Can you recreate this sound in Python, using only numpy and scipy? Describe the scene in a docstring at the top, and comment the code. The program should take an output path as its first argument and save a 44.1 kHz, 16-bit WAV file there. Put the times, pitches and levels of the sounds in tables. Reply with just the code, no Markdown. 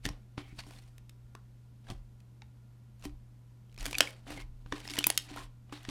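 """Slime squeezed on a hollow table.

A hand pokes, squeezes and peels soft slime close to a microphone. Air pockets burst as short gliding
rings with noisy cracks; smearing strokes swell a hiss of random tears and plops; finger holes hiss
through resonances. Fingertips knock decaying table modes, the table rocks as low resonant noise, and
a steady mains tone with two faint whines lies over coloured air noise in a small echoing room."""
import sys
import numpy as np
from scipy import signal
from scipy.fft import rfft, irfft
from scipy.io import wavfile
from scipy.ndimage import uniform_filter1d

SR = 44100
rng = np.random.default_rng(int(sys.argv[2]) if len(sys.argv) > 2 else 0)


def generate_wav(signal):
    """Clip the signal to [-1, 1] and save it as 16-bit WAV at the path in sys.argv[1]."""
    frames = np.transpose(np.atleast_2d(signal))
    scaled = np.clip(frames, -1, 1) * 32767
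    pcm = np.round(scaled).astype(np.int16)
    wavfile.write(sys.argv[1], SR, pcm)


N = 260175


def gain_of(db):
    """Amplitude factor of a level in dB."""
    return 10 ** (np.asarray(db) / 20)


def evened(x):
    """Scales x to rms 1."""
    return x / np.sqrt(np.mean(x ** 2) + 1e-20)


def read(points, hz):
    """Interpolates a (Hz, value) table over log frequency."""
    point_hz, value = np.transpose(points)
    return np.interp(np.log(hz + 1), np.log(point_hz + 1), value)


def add(mix, start_s, sound):
    """Adds a sound into the mix in place, cut at the end."""
    part = mix[round(start_s * SR):][:len(sound)]
    part += sound[:len(part)]


def coloured(x, db_of_hz):
    """Shapes the spectrum of x by a dB curve over frequency."""
    hz = np.fft.rfftfreq(len(x), 1 / SR)
    return irfft(rfft(x) * gain_of(db_of_hz(hz)), len(x))


def resonate(x, hz, width_hz):
    """One resonance of gain 1, from a complex pole."""
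    pole = np.exp((2j * np.pi * hz - np.pi * width_hz) / SR)
    return 2 * signal.lfilter([1 - abs(pole)], [1, -pole], x).real


def swell(peak_s, rise_s, hold_s, fall_s):
    """Climbs 30 dB in the rise time, holds, and sinks 30 dB in the fall time."""
    t = np.arange(N) / SR
    before = (peak_s - t) / rise_s
    after = (t - peak_s - abs(hold_s)) / fall_s
    return gain_of(-30 * np.maximum(np.maximum(before, after), 0))


# Spectrum of the air noise. Each row: frequency in Hz, relative density in dB per Hz.
AIR_SPECTRUM = [(25, -21.5), (55, 0.5), (85, -7), (105, -17), (180, -12), (205, -6), (235, -13.5),
                (400, -24), (1000, -31), (1400, -34.5), (5000, -40.5), (13500, -45.5), (14500, -46.5),
                (16000, -79.5)]
# Pitches of the faint whines, in Hz.
WHINES_HZ = [985, 1408]
MAINS_HZ = 120.1
AIR_RMS_DB, HUM_RMS_DB, WHINE_RMS_DB = -61.5, -54.5, -88.5  # the last for each whine


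def background():
    """Smooth air noise under a steady mains sine and two whines of narrow-band noise."""
    t = np.arange(N) / SR
    air = evened(coloured(rng.standard_normal(N), lambda f: read(AIR_SPECTRUM, f)))
    hum = np.sqrt(2) * np.sin(2 * np.pi * MAINS_HZ * t)
    whines = sum(evened(resonate(rng.standard_normal(N), hz, 5.7)) for hz in WHINES_HZ)
    return gain_of(AIR_RMS_DB) * air + gain_of(HUM_RMS_DB) * hum + gain_of(WHINE_RMS_DB) * whines


# Swells of the table's low rocking on its legs. Each row: peak in seconds, rise in seconds, fall in seconds,
# level in dB.
SWAYS = [(.1, 0.13, 0.16, -40), (.57, 0.47, 1.7, -57), (1.94, 0.09, 0.22, -41), (3.09, 0.11, 0.24, -41.5),
         (3.83, 0.12, .23, -38), (4.45, .35, 0.88, -45), (5.47, 0.27, .13, -48), (5.9, 0.91, .1, -62)]
REST_DB = -76  # rocking at rest


def sway():
    """A low, loose rocking mode, noise through two 31 Hz resonances, swelling at times."""
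    rocking = resonate(resonate(rng.standard_normal(N), 31, 16), 31, 16)
    local_power = uniform_filter1d(evened(rocking) ** 2, size=2800)
    rocking = rocking / np.sqrt(local_power + .15)  # it rarely dies out
    weight = gain_of(REST_DB)
    for peak_s, rise_s, fall_s, db in SWAYS:
        weight = weight + gain_of(db) * swell(peak_s, rise_s, 0, fall_s)
    return weight * evened(rocking)


# Modes of the table top. Each row: frequency in Hz, relative level in dB, 60 dB decay in seconds.
TABLE_MODES = [(293.8, 3.5, 0.18), (366.7, -3.5, 0.13), (780, -6.5, 0.19), (1206, -17, 0.074),
               (539.6, -14, 0.0043)]


def table_ring(size=12000):
    """The modes of the table top after one blow, decaying sines with peak 1."""
    t = np.arange(size) / SR
    ring = sum(gain_of(db - 60 * t / t60_s) * np.sin(2 * np.pi * hz * t)
               for hz, db, t60_s in TABLE_MODES)
    return ring / abs(ring).max()


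# Fingertips pushing through to the table.
# Each row: start in seconds, ring gain in dB before the soft touch, thud gain in dB before its decay.
KNOCKS = [(.052, -34.5, -30.5), (.064, -29, -25.5), (0.106, -70, -28.5), (0.379, -34.5, -27.5),
          (.528, -47, -39), (.586, -63, -37), (.667, -45.5, -72), (1.9013, -45, -29.5), (1.9098, -50, -35),
          (1.9209, -47, -28.5), (3.055, -30.5, -47), (3.855, -42.5, -67), (3.927, -48, -52),
          (4.004, -32, -77), (4.273, -42.5, -63), (4.305, -46, -65), (4.374, -40.5, -39),
          (4.66, -48.5, -38), (4.723, -28.5, -29), (4.985, -32, -39), (5.066, -35.5, -36.5),
          (5.313, -38, -60), (5.724, -35, -72), (5.885, -30.5, -34.5)]
TOUCH_S = 0.0018


def knocks():
    """Each fingertip rings the table top, dulled by its soft touch, and gives a short low thud."""
    out, t = np.zeros(N), np.arange(3000) / SR
    thud = np.sin(2 * np.pi * 130 * t) * np.exp(-t / 0.003)
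    blow = np.hanning(3 + round(TOUCH_S * SR))
    ring = np.convolve(table_ring(), blow / blow.sum())
    for start_s, ring_db, thud_db in KNOCKS:
        add(out, start_s, -gain_of(ring_db) * ring)
        add(out, start_s, -gain_of(thud_db) * thud)
    return out


# Finger holes in the slime.
# Each row: start in seconds, end in seconds, cavity note in Hz, rms in dB before the fades.
HOLLOWS = [(0.394, 0.557, 2260, -67), (0.393, 0.494, 3100, -68), (0.586, 0.61, 4590, -49),
           (4.346, 4.442, 2180, -56.5), (5.356, 5.436, 1080, -54), (5.728, 5.788, 3930, -61),
           (1.346, 1.405, 1380, -69)]


def hollows():
    """Air hissing past a hole rings its small cavity: faded noise through one resonance."""
    out = np.zeros(N)
    for start_s, end_s, hz, db in HOLLOWS:
        hiss = rng.standard_normal(round(.2 * SR))[:round((end_s - start_s) * SR)]
        ringing = evened(resonate(hiss, hz, 0.076 * hz))
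        add(out, start_s, gain_of(db) * ringing * signal.windows.tukey(len(hiss), .5))
    return out


def random_hits(per_s):
    """Impulses at random times, their sizes spread over 0 to 13.5 dB."""
    sizes = gain_of(4.5 * np.minimum(rng.exponential(1, N), 3))
    return sizes * (rng.random(N) < per_s / SR)


def smear_drive():
    """Uneven wet hiss, dense where small films tear, with tiny pockets plopping at 12 pitches."""
    tears = signal.oaconvolve(random_hits(500), np.exp(-np.arange(300) / 40.))[:N]
    lumps = evened(uniform_filter1d(rng.standard_normal(N), 500))
    hiss = rng.standard_normal(N) * (gain_of(2.5 * lumps) + .5 * evened(tears))
    kind, hits = rng.integers(0, 12, N), random_hits(400)
    t, plops = np.arange(400) / SR, np.zeros(N)
    for k, hz in enumerate(np.geomspace(700., 7000., 12)):
        plop = np.sin(2 * np.pi * hz * t) * np.exp(-t * hz / 6.1)
        plops += signal.oaconvolve(hits * (kind == k), plop)[:N]
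    thin_plops = signal.lfilter([1, -.9], [1], plops)  # less bass
    return evened(hiss) + 0.25 * evened(thin_plops)


# Smearing strokes.
# Each row: peak in seconds, rise in seconds, hold in seconds, fall in seconds, crackle level in dB,
# brightness in dB on the crackle, depth in dB on the crackle, pressure on the table in dB.
STROKES = [(0.059, .03, 0.0017, 0.02, -44, -2, 4, -69), (0.08, .02, .002, 0.15, -60.5, 1, 17, -57),
           (0.378, .006, .002, 0.072, -51.5, -13, 7, -49), (0.413, .03, 0.11, 0.034, -71.5, -36, -4, -67),
           (0.59, .012, 0.017, 0.011, -48.5, -4, -29, -72), (0.722, .4, .002, 0.33, -65, 8.5, 8.5, -68.5),
           (0.77, 0.038, 0.013, 0.11, -85, 19, -6, -68.5), (1.889, 0.064, 0.013, .03, -58, 2, 8, -62),
           (1.905, 0.0056, 0.0078, 0.077, -55.5, 3.5, 12, -52),
           (3.043, .06, 0.0069, 0.068, -59.5, 10.5, 14, -67),
           (3.792, .02, 0.064, 0.034, -52, 0.5, -8.5, -63.5), (3.865, .03, 0.12, 0.06, -57.5, 8, 12, -51.5),
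           (4.012, .01, 0.0019, 0.13, -43.5, 6, -1, -63.5), (4.088, .05, .12, 0.11, -70.5, -11, -3, -84),
           (4.279, .05, 0.14, 0.042, -56.5, 0, 4.5, -57.5), (4.281, 0.014, .015, 0.086, -61.5, -3, 10, -53),
           (4.671, .02, 0.058, 0.023, -73, 9, -4.5, -71.5), (4.723, .01, .002, 0.23, -51, -3.5, -16, -76),
           (4.95, .3, 0.073, .05, -53.5, 6.5, -11, -54), (4.91, 0.035, 0.0088, 0.035, -69, 1, 3, -55.5),
           (5.071, .04, .002, 0.33, -58, 13.5, -13, -57.5),
           (5.183, .03, 0.036, 0.07, -76, 25.5, -14.5, -82),
           (5.306, .07, .002, 0.079, -48.5, -13.5, -1.5, -53.5),
           (5.374, .06, 0.0022, 0.11, -49.5, -4, 4, -51.5), (5.402, .05, 0.042, .03, -68, 14.5, -7, -68.5),
           (5.699, .04, .02, .02, -68.5, -8, 12.5, -75), (5.726, .008, .002, 0.24, -51, -5, -6, -64),
           (5.897, .06, 0.0018, .02, -47.5, -10, 1, -68)]
# Spectrum of the smearing. 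Each row: frequency in Hz, relative density in dB per Hz.
SMEAR_SPECTRUM = [(300, -10.5), (500, 0), (900, 1), (1700, 1), (2400, 2), (4000, -2), (6800, -10.5),
                  (9000, -9), (14500, -21.5), (16500, -30.5)]
LUMP_RMS_DB = 3  # slow unevenness of each band


def smear():
    """Strokes swell three bands of tearing noise; the same strokes shake the table modes."""
    out, push = np.zeros(N), np.zeros(N)
    drive = smear_drive()
    heave = evened(uniform_filter1d(uniform_filter1d(rng.standard_normal((3, N)), 900), 900))

    def below(f, hz):
        return 1 / (1 + (f / hz) ** 4)

    def band(power_share):
        return coloured(drive, lambda f: read(SMEAR_SPECTRUM, f) + 10 * np.log10(power_share(f)))

    deep = band(lambda f: below(f, 490))
    middle = band(lambda f: below(f, 6500) * below(580, f + 1))
    bright = band(lambda f: below(6500, f + 1))
    deep, middle, bright = np.array([deep, middle, bright]) * gain_of(LUMP_RMS_DB * heave)
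    scale = np.std(middle)
    for *shape, db, bright_db, deep_db, table_db in STROKES:
        stroke = swell(*shape)
        crackle = middle + gain_of(bright_db) * bright + gain_of(deep_db) * deep
        out += gain_of(db) * stroke * crackle / scale
        push += gain_of(table_db) * stroke
    shaken = evened(signal.oaconvolve(drive, table_ring())[:N])
    return out, shaken * uniform_filter1d(push, 400)


# Bursting air pockets.
# Each row: start in seconds, ring peak in dB, starting note in Hz, crack gain in dB,
# depth of the crack in dB on its middle, brightness of the crack in dB on its middle.
POPS = [(.054, -33.5, 1730, -22, -17, -16), (0.0624, -48, 2620, -30.5, -5, -6),
        (.0893, -38, 5500, -34.5, 0, -8), (0.379, -71, 1270, -35, 2.5, -67),
        (0.6367, -56, 1020, -45.5, -21, -40), (0.6662, -58, 5490, -56, 8, -11),
        (0.709, -60, 850, -49.5, 4.5, -4), (.7633, -57, 3570, -61, -2, -6),
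        (0.787, -56, 4290, -52, -13, -12), (0.9814, -59, 2500, -50.5, -4, 1),
        (1.0949, -70, 2800, -46, -9, -3), (1.3512, -45.5, 1090, -44.5, 4, -7),
        (1.869, -57.5, 1570, -57, 3, -25), (1.9018, -45, 1104, -35.5, -27, -12),
        (2.2036, -70, 2540, -57.5, -14, -6), (2.4197, -52.5, 830, -39.5, -14.5, -39),
        (2.996, -63, 7000, -65, -17, 3), (3.012, -69, 6000, -62, -15, 2), (3.025, -65, 2970, -48, -6, -15),
        (3.0529, -48.5, 2470, -36, -2, -8.5), (3.095, -67, 2500, -56, -3, -18),
        (3.696, -67, 3180, -62, -15, -17), (3.7165, -67, 3940, -64.5, -7, -9),
        (3.7267, -65, 2300, -58, -15, -6), (3.7438, -62, 2450, -56.5, -10.5, 2),
        (3.7629, -62, 4370, -51, -14.5, -18), (3.778, -48.5, 2490, -44, -0.5, -8),
        (3.7867, -45, 5240, -45.5, -11.5, -12.5), (3.797, -49.5, 4590, -50.5, -2, -4.5),
        (3.808, -44, 6600, -35, -22.5, -16), (3.8287, -45.5, 2600, -42, 3, 0.5),
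        (3.8562, -40.5, 4690, -26, -7.5, -5), (3.8635, -37.5, 2330, -29, -2.5, -0.5),
        (3.911, -55, 3250, -35.5, -8.5, -1), (3.9298, -33, 2320, -29.5, -5, -10.5),
        (3.945, -30.5, 2560, -33, -17, -41.5), (3.952, -24.5, 2400, -27, -24.5, -25),
        (3.9839, -29.5, 4410, -20, -19, -0.5), (4.0065, -21, 2840, -6, -9.5, -12),
        (4.073, -32, 2220, -39, -12.5, -14), (4.107, -56, 3500, -48, -6, 2),
        (4.2685, -58, 1930, -58.5, 22, -16), (4.3054, -45, 2730, -48, 13, 4),
        (4.376, -42, 2065, -44.5, 8.5, -12), (4.662, -64, 1210, -49, 4, -37),
        (4.7242, -40.5, 1150, -26, 6.5, -24), (4.755, -53, 1110, -51, 0, -21),
        (4.7813, -52, 1080, -44.5, -4, -12.5), (4.8024, -49.5, 3020, -44.5, -14, -4.5),
        (4.8528, -44, 1890, -44.5, 0.5, -19.5), (4.8766, -37, 5170, -36.5, -4.5, -8.5),
        (4.8875, -46, 2150, -34.5, -15.5, -27), (4.8994, -39, 5200, -30, -18.5, -14.5),
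        (4.9057, -36.5, 4930, -34.5, -14, -8), (4.914, -43.5, 5300, -41.5, -9.5, -11),
        (4.937, -36, 2160, -30, -18, -11), (4.9566, -45, 910, -36, -4.5, -5),
        (4.9686, -38.5, 1930, -29.5, -21, -16), (4.9789, -40.5, 990, -29.5, -2.5, -28.5),
        (4.9854, -36, 3120, -27.5, -1.5, -23.5), (4.9884, -20.5, 2910, -21, -28, 2.5),
        (5.0001, -44, 3000, -35.5, -14, -27), (5.008, -41, 3510, -37.5, 4, -9.5),
        (5.029, -38, 3440, -36, -19.5, -17.5), (5.0415, -20, 2500, -16.5, -22.5, -11.5),
        (5.0683, -14, 13870, -25.5, 3.5, 21), (5.102, -20, 9940, -18, -8, -0.5),
        (5.1764, -24, 5130, -14, -25, 0), (5.362, -60, 830, -47, 11.5, 5), (5.372, -40, 1300, -52, -5, -9),
        (5.3759, -41, 955, -42, 5.5, -15), (5.3835, -46, 1810, -42, -2, -19),
        (5.6951, -59, 2850, -61, 1, -27), (5.7248, -43, 1120, -43, 5.5, -11),
        (5.8319, -64, 2860, -55, -10, 4), (5.8508, -44, 1910, -36.5, -5, -24),
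        (5.8898, -58, 2450, -29, -28, -21)]
RING_S, RING_CYCLES = 0.0073, 15  # 60 dB decay: a fixed time plus cycles of the note
GLIDE_PER_S = 3.6  # stretches the phase, so the note climbs at twice this rate
CRACK_T60_S = 0.012
BRIGHT_SHARE = 0.27  # part of the brightness already reached at 6.8 kHz
CRACK_BANDS_HZ = (90, 300, 900, 2800, 6800, 12500, 16500)


def pocket_ring(t, hz):
    """The pocket swells into its note as the neck opens, then empties while the note climbs."""
    age = t / (.1 * (RING_S + RING_CYCLES / hz))
    return age * np.exp(1 - age) * np.sin(2 * np.pi * hz * t * (1 + GLIDE_PER_S * t))


def film_crack(noise, t, lead, crack_db, deep_db, bright_db):
    """A snap, then decaying flutter of the torn film, evened over frequency and coloured."""
    f = np.fft.rfftfreq(len(t), 1 / SR)
    film = noise * gain_of(-60 * t / CRACK_T60_S)
    film[0] = 3  # snap
    film = rfft(np.roll(film, lead))
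    film /= np.sqrt(uniform_filter1d(abs(film) ** 2, size=45))  # every band gets its full share
    levels_db = [deep_db - 25.5, deep_db - 2, deep_db, 0,
                 BRIGHT_SHARE * bright_db, bright_db, bright_db - 10.5]
    colour_db = read(list(zip(CRACK_BANDS_HZ, levels_db)), f)
    tilt_db = 57.0 - 10 * np.log10(f + 300)
    crack = irfft(film * gain_of(crack_db + colour_db + tilt_db))
    return crack * signal.windows.tukey(len(t), .1)


def pops():
    """Each pocket rings for a few cycles while its torn film cracks."""
    out, t, lead = np.zeros(N), np.arange(1024) / SR, 64  # lead: samples before the snap
    noises = rng.standard_normal((len(POPS), len(t)))
    for (start_s, ring_db, hz, *crack), noise in zip(POPS, noises):
        add(out, start_s, gain_of(ring_db) * pocket_ring(t, hz))
        add(out, start_s - lead / SR, film_crack(noise, t, lead, *crack))
    return out


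# Near reflections: table top, hand, ceiling twice.
# Each row: delay in seconds, gain in dB before the treble loss.
ECHOES = [(.0011, -28.5), (.0023, -35.5), (0.012, -21.5), (0.0223, -24)]
# Decay of the room. Each row: frequency in Hz, 60 dB decay in seconds.
ROOM_DECAY = [(300, 0.5), (1500, 0.25), (5000, .24), (14000, 0.046)]
TAIL_DB = -16.5  # energy of the tail before the treble loss


def room(x):
    """A few near reflections, then sparse taps that die band by band."""
    taps = np.zeros(SR // 2)
    at = np.arange(140, len(taps) - 20, 20)
    taps[at + rng.integers(0, 20, len(at))] = rng.choice([-1., 1.], len(at))
    hz, t, bands = signal.stft(taps, SR, nperseg=256)
    decay = gain_of(-60 * t / read(ROOM_DECAY, hz)[:, None])
    tail = signal.istft(bands * decay, SR, nperseg=256)[1]
    answer = gain_of(TAIL_DB) * tail / np.linalg.norm(tail)
    for delay_s, db in ECHOES:
        answer[round(delay_s * SR)] += gain_of(db)
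    answer = signal.lfilter([.6], [1, -.4], answer)  # soft surfaces return less treble
    return x + signal.fftconvolve(x, answer)[:N]


def scene():
    """Slime sounds echo in the room; table sounds and background are added without echo."""
    crackle, shaken = smear()
    slime = room(pops() + crackle + hollows())
    return (slime + shaken + knocks() + sway() + background())[None]


EDGE_HZ = 16700


def record(dry):
    """The band limit: a linear-phase low-pass at EDGE_HZ."""
    low_pass = signal.firwin(255, EDGE_HZ, window=("kaiser", 9), fs=SR)
    return signal.oaconvolve(dry, low_pass[None], "same")


dry = scene()
out = record(dry)
generate_wav(out)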